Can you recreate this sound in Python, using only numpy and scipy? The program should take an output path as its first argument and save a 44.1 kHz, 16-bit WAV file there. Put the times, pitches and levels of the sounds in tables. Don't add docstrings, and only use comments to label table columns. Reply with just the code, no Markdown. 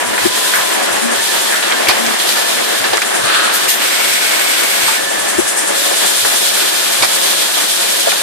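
import sys
import numpy as np
from scipy import signal
from scipy.fft import rfft, irfft
from scipy.io import wavfile
from scipy.ndimage import uniform_filter1d

SR = 44100
rng = np.random.default_rng(int(sys.argv[2]) if len(sys.argv) > 2 else 0)


def unload_wav(signal):
    wavfile.write(
        sys.argv[1],
        SR,
        np.round(np.clip(np.atleast_2d(signal).T, -1, 1) * 32767).astype(np.int16),
    )


N = 362502
T = np.arange(N) / SR
HZ = np.maximum(np.fft.rfftfreq(N, 1 / SR), 1)


def from_db(db):
    return 10 ** (np.asarray(db) / 20)


def in_time(rows):
    time_s, values = np.transpose(rows)
    return np.interp(T, time_s, values)


def at_hz(rows, column=1):
    rows = np.array(rows)
    return np.interp(np.log(HZ), np.log(rows[:, 0]), rows[:, column])


def drift(corner_hz):
    step = 40
    pole = np.exp(-2 * np.pi * corner_hz * step / SR)
    slow = signal.lfilter([1], [1, -2 * pole, pole * pole], rng.standard_normal(N // step + 2002))
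    slow = slow[2000:]
    return np.interp(np.arange(N) / step, np.arange(len(slow)), slow / slow.std())


# hz, coherence_0_1, phase_right_vs_left_rad
PORT_LIKENESS = [(60, 0.5, -3), (130, 0.6, -2.5), (213, 0.87, -2.5), (398, 0.78, -2.5), (550, 0.67, -2.5),
                 (900, 0.62, -2.07), (1400, 0.37, -1), (1700, 0.37, 0.5), (2250, 0.09, 2), (15000, 0, 2)]
# hz, left_minus_right_db
PORT_BALANCE = [(60, -0.5), (110, 12), (200, 5.5), (380, 4), (690, 1.5), (1280, 0.5), (2360, 0.5),
                (4360, -3.5), (8040, 3.0), (14800, 6)]


def at_ports(left, other):
    alike = at_hz(PORT_LIKENESS)
    turn = np.exp(1j * at_hz(PORT_LIKENESS, column=2))
    right = alike * turn * left + np.sqrt(1 - alike ** 2) * other
    half_db = at_hz(PORT_BALANCE) / 2
    return np.array([left, right]) * from_db(np.array([half_db, -half_db]))


def hall_noise():
    return at_ports(*rfft(rng.standard_normal((2, N))))


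def coloured(spectra, gain, band_hz=(0, SR)):
    spectra = spectra * gain
    inside = (HZ > band_hz[0]) & (HZ < band_hz[1])
    power = 2 * np.sum(abs(spectra.mean(0)[inside]) ** 2)
    return irfft(spectra, N) * N / np.sqrt(power)


def band(x, hz, octaves):
    edges_hz = hz * 2 ** (np.array([-.5, .5]) * octaves)
    edges_hz = np.clip(edges_hz, 20, .45 * SR)
    x = signal.sosfilt(signal.butter(3, edges_hz, "band", fs=SR, output="sos"), x)
    return x / x.std()


def ring(clicks, hz, t60_s):
    r, w = from_db(-60 / (t60_s * SR)), 2 * np.pi * hz / SR
    return signal.lfilter([0, np.sin(w)], [1, -2 * r * np.cos(w), r * r], clicks + 1e-18)


def swells(rows, floor_db, rise_s, fall_s):
    power = from_db(floor_db) ** 2
    for top_s, level_db in rows:
        fade = np.where(T < top_s, ((top_s - T) / rise_s) ** 2, (T - top_s) / fall_s)
        power = power + from_db(level_db) ** 2 * np.exp(-fade)
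    return np.sqrt(power)


# hz, relative_db
BELT_SPECTRUM = [(70, -80), (125, -43), (160, -23.5), (210, -13.5), (370, -7), (470, -9), (553, -7),
                 (685, -5), (780, -7), (1460, -10.5), (1710, -7), (2450, -13.5), (2980, -14.5), (4350, -31),
                 (8000, -24), (10400, -65)]
# time_s, level_300_1300hz_db
BELT_LOAD = [(0.0, -24), (0.39, -26), (0.96, -24), (1.39, -26.5), (1.92, -23.5), (2.45, -25.5),
             (2.65, -24.5), (3.52, -24.5), (3.94, -27), (5.79, -26), (6.0, -28), (7.19, -27), (7.81, -29),
             (8.22, -27.5)]
# top_s, level_90_160hz_db, level_30_90hz_db
LOW_THUDS = [(.1, -44, -54), (.27, -38, -43), (.62, -50, -68), (.94, -44, -56), (1.2, -49, -68),
             (1.72, -51, -57), (1.9, -45, -52), (2.08, -43, -60), (2.6, -51, -72), (2.81, -44, -55),
             (2.92, -47, -58), (3.25, -42.5, -56), (3.4, -50, -68), (3.54, -53, -60.5), (3.69, -49, -58),
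             (4.12, -53, -75), (4.32, -53, -75), (4.84, -45, -68), (5.04, -48, -62), (5.22, -46, -54),
             (5.4, -46, -40), (5.48, -55, -60), (6.24, -47.5, -70), (6.53, -52, -72), (7.03, -46, -52),
             (7.37, -46, -68)]


def rumble(floor_db=-85, rise_s=0.032, t60_s=0.25):
    belts = coloured(hall_noise(), from_db(at_hz(BELT_SPECTRUM)), band_hz=(300, 1300))
    low = hall_noise()
    dull = coloured(low, (HZ / 130) ** 5.2 / (1 + (HZ / 130) ** 12.0), band_hz=(90, 160))
    deep = coloured(low, (HZ / 75) ** -0.6 / (1 + (HZ / 75) ** 5.6), band_hz=(30, 90))
    fall_s = t60_s / np.log(1e6)
    dull_gain = swells([(s, db) for s, db, _ in LOW_THUDS], floor_db, rise_s, fall_s)
    deep_gain = swells([(s, db) for s, _, db in LOW_THUDS], floor_db, rise_s, fall_s)
    thuds = dull_gain * dull + deep_gain * deep
    belt_gain = from_db(in_time(BELT_LOAD) + 1.37 * drift(10.5))
    return belt_gain * belts + from_db(1.8 * drift(18)) * thuds


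PUMP_HZ, PUMP_FIRST_S = 10.32, .071


def stroke(lean=0.66, lead_s=0):
    phase = 2 * np.pi * PUMP_HZ * (T + lead_s - PUMP_FIRST_S) + 0.24 * drift(0.97)
    return np.cos(phase + lean * np.cos(phase))


# hz, width_hz, level_before_evening_db, waver_db
GEAR_WHINES = [(552, 47, -39, 3.0), (1635, 50, -37.5, 1.5)]
# top_s, level_before_evening_db
HUM_SWELLS = [(.1, -34.5), (1.06, -27), (2.05, -29), (2.57, -36), (3.09, -41)]


def whines(throb_db=1.5, hum_hz=236, hum_width_hz=7, hum_floor_db=-57, hum_swell_s=0.035):
    white = hall_noise()

    def whine(hz, width_hz):
        tone = coloured(white, 1 / (1 + (2 * (HZ - hz) / width_hz) ** 2))
        power = uniform_filter1d(tone.mean(0) ** 2, size=500)
        return tone / (power + .15) ** .38

    gears = 0
    for hz, width_hz, level_db, waver_db in GEAR_WHINES:
        gears = gears + from_db(level_db + waver_db * drift(4.3)) * whine(hz, width_hz)
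    hum_gain = swells(HUM_SWELLS, hum_floor_db, hum_swell_s, hum_swell_s)
    hum = hum_gain * whine(hum_hz, hum_width_hz)
    return (gears + hum) * from_db(throb_db * stroke())


# time_s, relative_db
TONE_SWELL = [(0, -1), (.2, 2), (.3, 0), (.5, 4), (.95, -11), (1.1, 5), (1.3, 6.5), (1.42, -4), (1.8, 5.5),
              (2.1, -11), (2.4, 5), (3.0, 1), (3.3, -6), (3.6, 6), (3.85, -1), (4.85, -5), (4.97, 7.5),
              (5.5, 3), (5.85, 3), (5.95, 0), (6.38, -6), (6.48, 1), (6.95, 0), (7.05, -6), (7.3, -19),
              (8.0, -12), (8.22, -8)]


def pump_tone(hz=1757, level_db=-33, waver_hz=7.95, throb_db=5.5, lead_s=.024):
    phase = 2 * np.pi * np.cumsum(hz + waver_hz * drift(6.2)) / SR
    level_db = level_db + in_time(TONE_SWELL) + throb_db * stroke(lean=0.22, lead_s=lead_s)
    gain = from_db(level_db + 1.2 * np.array([drift(7.8), drift(9.4)]))
    port_phase = np.array([0 * T, 0.4 * drift(4.4)])
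    return gain * np.sin(phase + port_phase)


# hz, relative_density_db
CHUFF_SPECTRUM = [(2940, -52), (5000, -3), (8260, 6), (10300, 4), (11300, -3.5), (13900, -18), (14600, -1)]
# time_s, level_db
CHUFF_LEVEL = [(0, -25.5), (.5, -27), (1.0, -26.5), (1.5, -27.5), (2.0, -31), (2.6, -34), (3.2, -25),
               (3.45, -31), (4.0, -35), (5.0, -27), (5.6, -23), (6.0, -24.5), (7.0, -24), (8.22, -27.5)]


def pump():
    swell_db = 4.2 * stroke() + 2.1 * drift(2.4)
    air = coloured(hall_noise(), from_db(at_hz(CHUFF_SPECTRUM)))
    return from_db(in_time(CHUFF_LEVEL) + swell_db) * air


# start_s, length_s, first_hz, last_hz, level_db
ROLLER_SQUEALS = [(-.04, 0.88, 955, 975, -27.5), (1.08, .4, 935, 905, -31), (.73, 0.105, 726, 765, -23.5)]


def squeals(arch_hz_per_s=62, waver_hz=14, fade_s=.04):
    out = np.zeros((2, N))
    for start_s, length_s, first_hz, last_hz, level_db in ROLLER_SQUEALS:
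        along = np.clip((T - start_s) / length_s, 0, 1)
        arch_hz = arch_hz_per_s * length_s * np.sin(np.pi * along)
        hz = first_hz + (last_hz - first_hz) * along + arch_hz
        phase = 2 * np.pi * np.cumsum(hz + waver_hz * drift(33.0)) / SR
        fade = np.clip(np.minimum(along, 1 - along) * length_s / fade_s, 0, 1)
        gain = from_db(level_db + 1.2 * np.array([drift(9), drift(7.8)]))
        port_phase = np.array([0 * T, .5 * drift(4.7)])
        out += fade * gain * np.sin(phase + port_phase)
    return out


def nozzle_gain(hiss, bumps):
    gain_db = at_hz(hiss)
    for hz, width_hz, over_hiss_db in bumps:
        gain_db = gain_db + over_hiss_db / (1 + (2 * (HZ - hz) / width_hz) ** 2)
    return from_db(gain_db)


def valve(open_s, close_s, level_db, time_constant_s=0.019):
    opening = np.tanh((T - open_s) / time_constant_s)
    closing = np.tanh((T - close_s) / time_constant_s)
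    return from_db(level_db) ** 2 * (opening - closing) / 2


# hz, relative_density_db
HISS_1 = [(880, -47), (1500, -2), (1590, -34), (1700, -36), (1830, -30), (1920, -11.5), (2410, -3),
          (2680, -5), (3340, 1.5), (5970, -5.5), (9240, -4.5), (12700, -10), (14600, -10)]
HISS_2 = [(650, -69), (1100, -14), (1470, -2.5), (1790, -9.5), (2220, -2.5), (2530, -3), (4590, -6),
          (6920, -10), (8320, -4.5), (9680, -10.5), (13500, -13.5), (14600, -5.5)]
# hz, width_hz, over_hiss_db
HISS_BUMPS_1 = [(3500, 77, 0.5), (7700, 20, -4), (9400, 170, 2)]
HISS_BUMPS_2 = [(2220, 160, 3), (1950, 120, 4.5), (3500, 500, 1), (1500, 150, 1), (2190, 44, 4.5),
                (8300, 900, 1)]
# time_s, level_3_6.5khz_db
AIR_LEAK = [(0, -29), (.7, -24.5), (1.2, -27.5), (1.9, -24), (2.8, -24), (3.1, -26.5), (3.6, -26.5),
            (5.0, -26), (5.3, -27), (5.7, -26.5), (8.22, -30)]
# open_s, close_s, level_3_6.5khz_db
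NOZZLE_BLASTS_1 = [(0.2, 0.578, -24), (1.164, 1.58, -24), (2.19, 2.59, -25.5), (3.536, 3.74, -26),
                   (5.754, 8.4, -21.5)]
NOZZLE_BLAST_2 = (3.81, 4.97, -22.5)


def jets(top_hz=10500, open_db=-21, dulling=0.5):
    power_1 = from_db(in_time(AIR_LEAK)) ** 2 + sum(valve(*blast) for blast in NOZZLE_BLASTS_1)
    power_2 = valve(*NOZZLE_BLAST_2)
    level_db = 10 * np.log10(power_1 + power_2)
    first = coloured(hall_noise(), nozzle_gain(HISS_1, HISS_BUMPS_1), band_hz=(3000, 6500))
    second = coloured(hall_noise(), nozzle_gain(HISS_2, HISS_BUMPS_2), band_hz=(3000, 6500))
    air = (np.sqrt(power_1) * first + np.sqrt(power_2) * second) / from_db(level_db)
    top = irfft(rfft(air) / (1 + (top_hz / HZ) ** 4.5), N)
    top_db = dulling * (level_db - open_db) + 0.93 * drift(6.0)
    air = air - top + top * from_db(top_db)
    return from_db(level_db + 0.89 * drift(14.0)) * air


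# start_s, rise_s, fall_t60_s, level_db, centre_hz, width_octaves
AIR_RUSHES = [(.535, 0.036, 0.24, -19, 1500, 0.97), (.53, .03, 0.26, -17, 9000, 1.7),
              (3.18, 0.22, 1.5, -15.5, 1400, 0.67), (3.2, 0.17, 1.4, -16, 3400, 0.81),
              (3.525, 0.028, 0.19, -12.5, 9960, 1.6), (3.676, 0.021, 0.37, -7.5, 7860, 4.6)]


def rushes():
    white, out = irfft(hall_noise(), N), np.zeros((2, N))
    for start_s, rise_s, t60_s, level_db, hz, octaves in AIR_RUSHES:
        part = slice(round(start_s * SR), round((start_s + 1.5) * SR))
        t = T[part] - T[part][0]
        rise = np.sin(np.pi / 2 * np.minimum(t / rise_s, 1))
        fall = from_db(-60 * np.maximum(t - rise_s, 0) / t60_s)
        out[:, part] += from_db(level_db) * rise * fall * band(white[:, part], hz, octaves)
    return out


def rattle(ticks_per_s=90, level_db=-34):
    sizes = from_db(1.3 * np.minimum(rng.exponential(1, (2, N)), 4))
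    ticks = sizes * (rng.random(N) < ticks_per_s / SR)
    pitch_index = rng.integers(0, 10, N)
    pitches_hz = np.geomspace(1500, 11000, 10)
    rings = [ring(ticks * (pitch_index == k), hz, 10.0 / hz) for k, hz in enumerate(pitches_hz)]
    return from_db(level_db) * sum(rings)


# start_s, level_before_evening_db, centre_hz, width_octaves, t60_s
KNOCK_BANDS = [(0.179, -11, 1730, 0.92, 0.087), (.537, -11.5, 1700, 0.82, 0.27),
               (1.523, -12.5, 1640, 0.64, 0.42), (1.626, -14, 2000, 2.4, 0.33),
               (1.713, -12, 1700, .8, 0.055), (1.722, -10, 2380, 1.5, 0.065), (1.871, -14, 2330, 0.46, .04),
               (1.885, -10, 3200, 1.3, 0.23), (1.887, -11, 9000, 1.2, 0.12), (1.895, -16, 900, 1.4, 0.15),
               (1.91, -13, 700, .7, 0.076), (2.064, -14, 4000, 1.8, .06), (2.201, -14.5, 3500, 0.86, 0.054),
               (2.291, -11, 4000, 0.97, .03), (2.324, -14, 3000, 1.5, .028), (2.357, -22, 3980, .9, .027),
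               (2.841, -12.5, 1580, 3.1, 0.2), (2.931, -11.5, 600, 1.4, 0.21),
               (2.933, -15.5, 3600, 1.0, 0.19), (2.971, -9.5, 3000, 3, .035), (2.979, -9, 1600, 0.93, .04),
               (3.018, -11, 1800, 0.8, 0.037), (3.0195, -13.5, 5500, 1.8, 0.047),
               (3.022, -14, 2100, 0.75, 0.05), (3.291, -17, 1800, 1, .12), (3.345, -12, 2000, 2.1, .12),
               (3.821, -20, 2140, 1.1, .062), (4.881, -13, 1050, 0.68, 0.21), (5.91, -18, 550, 1.1, 0.12),
               (6.249, -13.5, 745, 2.5, .19), (7.02, -17, 800, 0.7, 0.054), (7.024, -10, 3100, 1.7, .2),
               (7.032, -15, 900, 1.6, 0.15), (7.047, -16, 780, 0.62, .06), (8.07, -9, 590, 0.75, 0.075),
               (8.081, -17, 700, 1.3, 0.096), (8.108, -16, 3600, 0.67, .06), (8.118, -12, 2000, 1.3, .05),
               (8.126, -13, 1060, 0.9, .06), (8.158, -15, 2500, 2.1, 0.05), (8.168, -18, 3300, .7, 0.1)]


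def knocks(crack_db=12.0, evening=0.35):
    white, out = irfft(hall_noise(), N), np.zeros((2, N))
    for start_s, level_db, hz, octaves, t60_s in KNOCK_BANDS:
        part = slice(round(start_s * SR), round((start_s + 0.3) * SR))
        t = T[part] - T[part][0]
        tail = band(white[:, part], hz, octaves)
        power = uniform_filter1d(tail.mean(0) ** 2, size=int(3 * SR / hz))
        tail = tail / (2 * power + .1) ** evening
        tail = np.minimum(t / 0.0005, 1) * from_db(-60 * t / t60_s) * tail
        crack = band(1.0 * (t == 0), hz, octaves)
        crack_peak = from_db(crack_db) * hz / 4000
        crack = crack_peak * crack / abs(crack).max()
        out[:, part] += from_db(level_db) * (crack + tail)
    return out


# start_s, level_db
CYLINDER_THUNKS = [(0.251, -3), (5.382, -3)]


def thunks(hz=355, low_hz=240, low_db=-12, rise_s=0.003, hold_s=0.019, fade_s=0.0024):
    out = np.zeros(N)
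    for start_s, level_db in CYLINDER_THUNKS:
        t = np.maximum(T - start_s, 0)
        rise = 1 - np.exp(-t / rise_s)
        damping = 1 / (1 + np.exp(np.minimum((t - hold_s) / fade_s, 50)))
        tone = np.sin(2 * np.pi * hz * t) + from_db(low_db) * np.sin(2 * np.pi * low_hz * t)
        out += from_db(level_db) * rise * damping * tone
    spectrum = rfft(out)
    return irfft(at_ports(spectrum, 0.54 * spectrum), N)


# first_contact_s, level_db
JAW_SLAMS = [(1.885, -7.5), (7.0235, -9)]
# hz, relative_db, t60_s, delay_s
FRAME_MODES = [(417, -11, 0.061, 0.0032), (733, -2, 0.088, 0.013), (1020, 1, 0.025, .0097),
               (1130, -2, 0.036, 0.0097), (1500, -7, 0.06, 0.0022), (1930, -5.5, 0.06, 0.0036),
               (2280, 3, 0.033, 0.0012), (2450, -3, 0.038, 0.012), (2900, -16, 0.046, .004),
               (3190, -7, 0.046, .004), (3740, -4, 0.05, 0.017), (4340, 0, 0.034, 0.008),
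               (4900, -0.5, 0.042, 0.00086), (5030, -9, .03, 0.00037)]


def slams(chatter_s=.032, chatter_db=-16):
    out = np.zeros((2, N))
    for hz, mode_db, t60_s, delay_s in FRAME_MODES:
        clicks = np.zeros((2, N))
        for contact_s, level_db in JAW_SLAMS:
            after_s = np.r_[0, (chatter_s - delay_s) * rng.random(23)]
            at = ((contact_s + delay_s + after_s) * SR).astype(int)
            clicks[:, at] = from_db(level_db + mode_db + chatter_db) * rng.normal(0, 1, (2, 24))
            clicks[:, at[0]] = from_db(level_db + mode_db)
        out += ring(clicks, hz, t60_s)
    return out


def scene():
    background = rumble() + whines() + pump_tone() + pump() + squeals()
    air = jets() + rushes()
    blows = rattle() + knocks() + thunks() + slams()
    return background + air + blows


def record(dry, knee_db=-11, release_db_s=25, share=0.16, low_cut_hz=70, top_cut_hz=14800):
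    level_db = 10 * np.log10(uniform_filter1d(np.mean(dry ** 2, axis=0), size=600) + 1e-9)
    excess_db = np.maximum(level_db - knee_db, 0)
    held_db = np.maximum.accumulate(excess_db + release_db_s * T) - release_db_s * T
    late_db = signal.lfilter([.0015], [1, .0015 - 1], held_db)
    ducked = dry * from_db(-share * late_db)
    x = signal.sosfilt(signal.butter(3, low_cut_hz, "high", fs=SR, output="sos"), ducked)
    overloaded = x / (1 + abs(x / 1.46) ** 14.0) ** (1 / 6.0)
    low_pass = signal.cheby2(26, 85, top_cut_hz, fs=SR, output="sos")
    return np.clip(signal.sosfilt(low_pass, overloaded), -1, 1)


dry = scene()
out = record(dry)
unload_wav(out)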